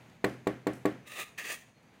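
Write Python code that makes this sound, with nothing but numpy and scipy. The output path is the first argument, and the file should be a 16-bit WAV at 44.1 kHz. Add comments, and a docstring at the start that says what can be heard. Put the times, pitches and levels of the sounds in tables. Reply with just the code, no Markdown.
"""A silicone spatula is knocked four times on the rim of a plastic mixing bowl, then scrapes its wall in two strokes.
Knocks are impulsively excited modes and cracks of noise; scrapes are stick-slip clicks, partly through wall resonances.
Sticky cream lets go in brief noise puffs, and a small kitchen answers with a short tail of decaying noise.
Shaped room noise, faint narrow-band whirrs and the gliding sine of a far bird lie below."""
import sys
import numpy as np
from scipy import signal
from scipy.fft import rfft, irfft
from scipy.io import wavfile

SR = 44100
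rng = np.random.default_rng(int(sys.argv[2]) if len(sys.argv) > 2 else 0)


def volts_from_db(level):
    """Convert decibel levels to linear amplitude ratios."""
    exponent = np.asarray(level, float) / 20
    return 10 ** exponent


def materialize(psi):
    """Save the field psi as 16-bit PCM at rate SR to the path in sys.argv[1].

    A 1-D psi becomes a single channel; in a 2-D psi each row is a channel.
    """
    bounded = np.clip(np.atleast_2d(psi).T, -1, 1)
    quanta = np.round(bounded * 32767).astype(np.int16)
    wavfile.write(sys.argv[1], SR, quanta)


N = 88200


def rms_one(x):
    """Normalization: scales a signal to unit root mean square."""
    return x / np.sqrt(np.mean(x ** 2) + 1e-20)


def at_hz(points, hz):
    """Interpolation on a logarithmic frequency axis."""
    point_hz, value = np.transpose(points)
    return np.interp(np.log(hz), np.log(point_hz), value)


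def colour(x, spectrum):
    """Zero-phase spectral shaping: weights each frequency of a signal by the spectrum; rms 1."""
    hz = np.arange(N // 2 + 1) * SR / N + 1  # 1 Hz up, to avoid log 0
    return rms_one(irfft(rfft(x) * volts_from_db(at_hz(spectrum, hz)), N))


def drift(rate_hz):
    """Low-pass random process: white noise through two equal poles gives slow wandering of rms 1."""
    r = np.exp(-2 * np.pi * rate_hz / SR)
    white = rng.standard_normal(N + SR)
    return rms_one(signal.lfilter([1], [1, -2 * r, r * r], white)[SR:])  # first second settles


def resonance(x, hz, width_hz):
    """Damped second-order resonance: a band-pass with gain 1 at its peak."""
    r = np.exp(-np.pi * width_hz / SR)
    zeros = np.array([1, 0, -1]) * (1 - r * r) / 2
    return signal.lfilter(zeros, [1, -2 * r * np.cos(2 * np.pi * hz / SR), r * r], x)


# spectrum of the room noise: (frequency [Hz], level per hertz [dB])
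HUSH_SPECTRUM = [(15, -42), (30, -12), (50, -31), (70, -12), (110, -2), (185, -1), (309, -9.5),
                 (476, -10.5), (840, -12.5), (1230, -17.5), (2280, -15.5), (3200, -24), (4370, -26.5),
                 (5280, -33), (6210, -31), (8590, -35.5), (16000, -41.5)]
# course of the room noise: (time [s], level [dB])
HUSH_LEVEL = [(0, -55), (.2, -60), (1.3, -60.5), (1.8, -62.5), (2, -59)]


def room_noise():
    """Stationary broadband noise: a fixed spectrum under a slowly wandering level."""
    t = np.arange(N) / SR
    level_db = np.interp(t, *np.transpose(HUSH_LEVEL)) + 1.0 * drift(12)
    return volts_from_db(level_db) * colour(rng.standard_normal(N), HUSH_SPECTRUM)


# narrow whirrs, as of insects or an appliance: (frequency [Hz], width of each pass [Hz], level [dB])
WHIRRS = [(234, 14, -74), (6080, 260, -86), (6650, 200, -84)]


def whirrs():
    """Narrow-band noise: white noise passed twice through a resonance, its level wavering."""
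    out, white = 0, rng.standard_normal(N)
    for hz, width_hz, level_db in WHIRRS:
        band = resonance(resonance(white, hz, width_hz), hz, width_hz)
        out = out + volts_from_db(level_db + 2.5 * drift(5)) * rms_one(band)
    return out


# sticky cream lets go: (time [s], level [dB], length [s], centre frequency [Hz])
SMACKS = [(.095, -66, .01, 3000), (.264, -56, .005, 9000), (.293, -56, .008, 4500), (.7305, -56, .01, 7000),
          (.7545, -60, .003, 14500), (1.825, -76, .01, 7000)]


def smacks():
    """Brief broadband release: each puff is band-passed noise under a half-sine envelope."""
    out, t, white = 0, np.arange(N) / SR, rng.standard_normal(N)
    for start, level_db, length, hz in SMACKS:
        envelope = np.sin(np.pi * np.clip((t - start) / length, 0, 1))
        out = out + volts_from_db(level_db) * envelope * rms_one(resonance(white, hz, .7 * hz))
    return out


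# reverberation of the kitchen: (frequency [Hz], time to fall 60 dB [s])
ROOM_T60 = [(80, 0.67), (210, 0.51), (560, 0.21), (1470, 0.4), (3880, 0.44), (9000, 0.44), (15000, 0.31)]


def kitchen(x):
    """Diffuse reverberation: convolution with noise whose half-octave bands decay exponentially."""
    build_up_s = 0.0046
    t, tail = np.arange(SR) / SR, 0
    edges = 60 * 2 ** np.arange(0, 8.1, .5)  # Hz
    white = rng.standard_normal((2, SR))
    for k, (low, high) in enumerate(zip(edges, edges[1:])):
        centre_hz = np.sqrt(low * high)
        band_pass = signal.butter(2, [low, high], "band", fs=SR, output="sos")
        band = signal.sosfilt(band_pass, white[k % 2])  # neighbouring bands use separate noise
        tail = tail + band * volts_from_db(-60 * t / at_hz(ROOM_T60, centre_hz))
    tail = tail * (1 - np.exp(-(t / build_up_s) ** 2)) / np.sqrt(SR / 40)
    return signal.fftconvolve(x, tail)[:N]


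# knocks on the rim: (time [s], blow [dB], crack [dB], counter boom [dB], room answer [dB],
# brightness [dB per octave])
KNOCKS = [(0.242, -17.5, -20, 1.5, -41.5, 3), (.4694, -19, -26, 3.5, -44, 2.5),
          (0.6677, -18.5, -27, 0.5, -44, 2), (0.8534, -14, -24.5, -2, -42.5, 0)]
# modes of bowl and counter: (frequency [Hz], level [dB], time to fall 60 dB [s])
MODES = [(67, -12, 0.29), (125.8, -11.5, 0.59), (198, -10, 0.101), (306.8, -6, 0.18), (402, -9, 0.13),
         (442, -34, 0.025), (460.7, -9, 0.049), (490.7, -3, 0.045), (659, -3, 0.023), (734, -7, 0.019),
         (841, -17, 0.11), (990, -0.5, 0.021), (1118, -6.5, 0.11), (1900, -32, 0.012), (2367, 1.5, 0.037),
         (3330, -11, .025)]


def bowl_ring():
    """Modal superposition: each soft push, and its rebound, rings every damped mode, pressure falling first."""
    counter_below_hz, radiates_above_hz = 250, 260
    smoothing_s = 0.00079 / 4  # soft contact: time constant of each of three equal poles
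    rebound_s, rebound_db, rebound_tilt = .0106, -9.5, -3  # bowl lands back on counter; tilt in dB per octave
    start, blow_db, _, boom_db, _, bright_db = np.transpose(KNOCKS)
    at = (start * SR).astype(int)
    out = np.zeros(N)
    spot_db = 1.8 * rng.standard_normal((len(start), len(MODES)))  # varies each mode from blow to blow
    for k, (hz, mode_db, t60) in enumerate(MODES):
        octaves = np.log2(hz / 400)
        tilt_db = np.where(hz < counter_below_hz, boom_db, bright_db * octaves)
        clicks = np.full(N, 1e-18)
        clicks[at] = volts_from_db(blow_db + mode_db + spot_db[:, k] + tilt_db)
        clicks[at + int(rebound_s * SR)] = clicks[at] * volts_from_db(rebound_db + rebound_tilt * octaves)
        r, w = volts_from_db(-60 / (t60 * SR)), 2 * np.pi * hz / SR
        out -= signal.lfilter([0, np.sin(w)], [1, -2 * r * np.cos(w), r * r], clicks)
    r = np.exp(-1 / (smoothing_s * SR))
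    out = signal.lfilter([(1 - r) ** 3], np.poly([r, r, r]), out)
    return signal.sosfilt(signal.butter(2, radiates_above_hz, "high", fs=SR, output="sos"), out)


# spectrum of the crack: (frequency [Hz], level per hertz [dB])
CRACK_SPECTRUM = [(590, -2.5), (1000, 0), (1960, 6), (2910, -6.5), (4070, -4.5), (5310, -22.5),
                  (7700, -8.5), (11000, -24), (14900, -15), (16000, -20)]


def cracks():
    """Transient broadband radiation: after each blow, shaped noise rises fast and decays exponentially."""
    lag_s, rise_s, t60_s = .0016, .0012, .028
    start, crack_db = np.transpose(KNOCKS)[[0, 2]]
    age = np.maximum(np.arange(N) / SR - start[:, None] - lag_s, 0)
    envelope = volts_from_db(crack_db[:, None] - 60 * age / t60_s) * (1 - np.exp(-age / rise_s))
    return envelope.sum(axis=0) * colour(rng.standard_normal(N), CRACK_SPECTRUM)


# how the whole broad blow reaches the walls: (frequency [Hz], level [dB])
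BLOW_SPECTRUM = [(60, -24), (130, 2.5), (300, 12), (550, 14.5), (1000, -3), (2000, -5), (4000, -21.5),
                 (8000, -29.5), (15000, -34.5)]


def blows_at_walls():
    """Impulsive excitation of the room: one shaped impulse per knock, to be reverberated."""
    start, room_db = np.transpose(KNOCKS)[[0, 4]]
    blows = np.zeros(N)
    blows[(start * SR).astype(int)] = volts_from_db(room_db - room_db.mean())
    return volts_from_db(room_db.mean()) * colour(blows, BLOW_SPECTRUM)


# scraping strokes, one list each: (time [s], level [dB], treble minus level [dB], bass minus level [dB])
STROKES = [
    [(1.052, -75, -12, -5), (1.062, -60, -14, -6), (1.069, -57, -5, -8), (1.078, -51, -3, -10),
     (1.092, -57, -1, -8), (1.101, -52, -6, -9), (1.118, -46, -8, -15), (1.15, -50, -4, -11),
     (1.165, -45, -7, -8), (1.2, -40, -5, -7), (1.232, -41, -6, -15), (1.241, -47, -7, -12),
     (1.247, -62, -5, -12), (1.29, -59, -8, -10), (1.305, -75, -7, -10)],
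    [(1.373, -75, -7, -13), (1.379, -47, -7, -14), (1.391, -38, -8, -21), (1.405, -43, -9, -13),
     (1.435, -47, -7, -12), (1.447, -42, -11, -16), (1.465, -44, -7, -13), (1.48, -43, -5, -14),
     (1.51, -38, -7, -12), (1.525, -42, -1, -12), (1.545, -43, -2, -12), (1.56, -52, -4, -11),
     (1.575, -59, -4, -14), (1.63, -64, -5, -16), (1.645, -78, -5, -16)],
]
# wall resonances under the blade, one list per stroke: (frequency [Hz], width of each pass [Hz], level [dB])
WALL = [
    [(1210, 130, -5), (1870, 330, -1.5), (2580, 380, 0), (3730, 450, -6), (6590, 700, -11), (9430, 450, -8)],
    [(1180, 130, -11), (1830, 330, 0), (2560, 420, -2.5), (3290, 300, -11), (4630, 400, -12),
     (6100, 500, -9), (6820, 500, -9), (9300, 500, -13)],
]
# broad colour of the rubbing: (frequency [Hz], level per hertz [dB])
RUB_SPECTRUM = [(150, -53), (300, -10), (600, -8), (1500, -19.5), (2200, -10), (3900, -11.5), (4600, -14),
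                (5400, -14), (6500, -10), (8500, -10.5), (9700, -9), (10400, -15), (12300, -16.5),
                (13600, -13), (15500, -10.5), (16000, -12.5)]


def scrapes():
    """Stick-slip friction: dense random clicks, heard directly and through the resonances of the wall."""
    slips_per_s, slip_spread_db = 12000, 2
    chatter_db, chatter_hz = 1.2, 90
    low_pass = signal.butter(2, 1000, fs=SR, output="sos")
    high_pass = signal.butter(2, 4700, "high", fs=SR, output="sos")
    out, t = 0, np.arange(N) / SR
    for rows, wall in zip(STROKES, WALL):
        time, level_db, treble_db, bass_db = np.transpose(rows)
        happens = rng.random(N) < slips_per_s / SR
        slips = happens * volts_from_db(slip_spread_db * rng.exponential(1, N)) * rng.choice([-1, 1], N)
        rung = 0
        for k, (hz, width_hz, mode_db) in enumerate(wall):
            mode = resonance(resonance(slips, hz, width_hz), hz, width_hz)
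            rung = rung + volts_from_db(mode_db) * (-1) ** k * rms_one(mode)  # alternating polarity
        direct = colour(slips[::-1], RUB_SPECTRUM)  # reversed, so that it is independent of the ringing
        rub = direct + rms_one(rung)
        low = signal.sosfiltfilt(low_pass, rub)
        high = signal.sosfiltfilt(high_pass, rub)
        middle = rub - low - high
        press = volts_from_db(np.interp(t, time, level_db, -120, -120) + chatter_db * drift(chatter_hz))
        treble = volts_from_db(np.interp(t, time, treble_db)) * rms_one(high)
        bass = volts_from_db(np.interp(t, time, bass_db)) * rms_one(low)
        out = out + press * (rms_one(middle) + treble + bass)
    return out


# far bird: (time [s], length [s], start frequency [Hz], end frequency [Hz], level [dB])
BIRD = [(1.735, .085, 4270, 4170, -74), (1.8, .19, 4660, 4640, -81)]


def far_bird():
    """Frequency modulation: a gliding, wavering sine under a half-sine envelope."""
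    out, t = 0, np.arange(N) / SR
    waver_hz = 25
    for start, length, from_hz, to_hz, level_db in BIRD:
        part = np.clip((t - start) / length, 0, 1)
        hz = from_hz + (to_hz - from_hz) * part + waver_hz * drift(40)
        out = out + volts_from_db(level_db) * np.sin(np.pi * part) * np.sin(2 * np.pi * np.cumsum(hz) / SR)
    return out


def scene():
    """Linear superposition: direct sounds, their reverberation and the background add up."""
    cream, rub = smacks(), scrapes()
    direct = bowl_ring() + cracks() + cream + rub
    reverberation = kitchen(cream + blows_at_walls() + volts_from_db(-13) * rub)  # scrapes reach the room 13 dB down
    background = room_noise() + whirrs() + far_bird()
    return (direct + reverberation + background)[None]


def top_cut(x):
    """Nothing passes above the cut-off."""
    return signal.sosfilt(signal.butter(12, 16610, fs=SR, output="sos"), x)


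def record(dry):
    """Band limitation: a steep low-pass, 30 dB down from 16300 Hz, cuts the top."""
    low_pass = signal.cheby2(10, 30, 16300, fs=SR, output="sos")
    mix = signal.sosfilt(low_pass, dry)
    return top_cut(mix)


dry = scene()
out = record(dry)
materialize(out)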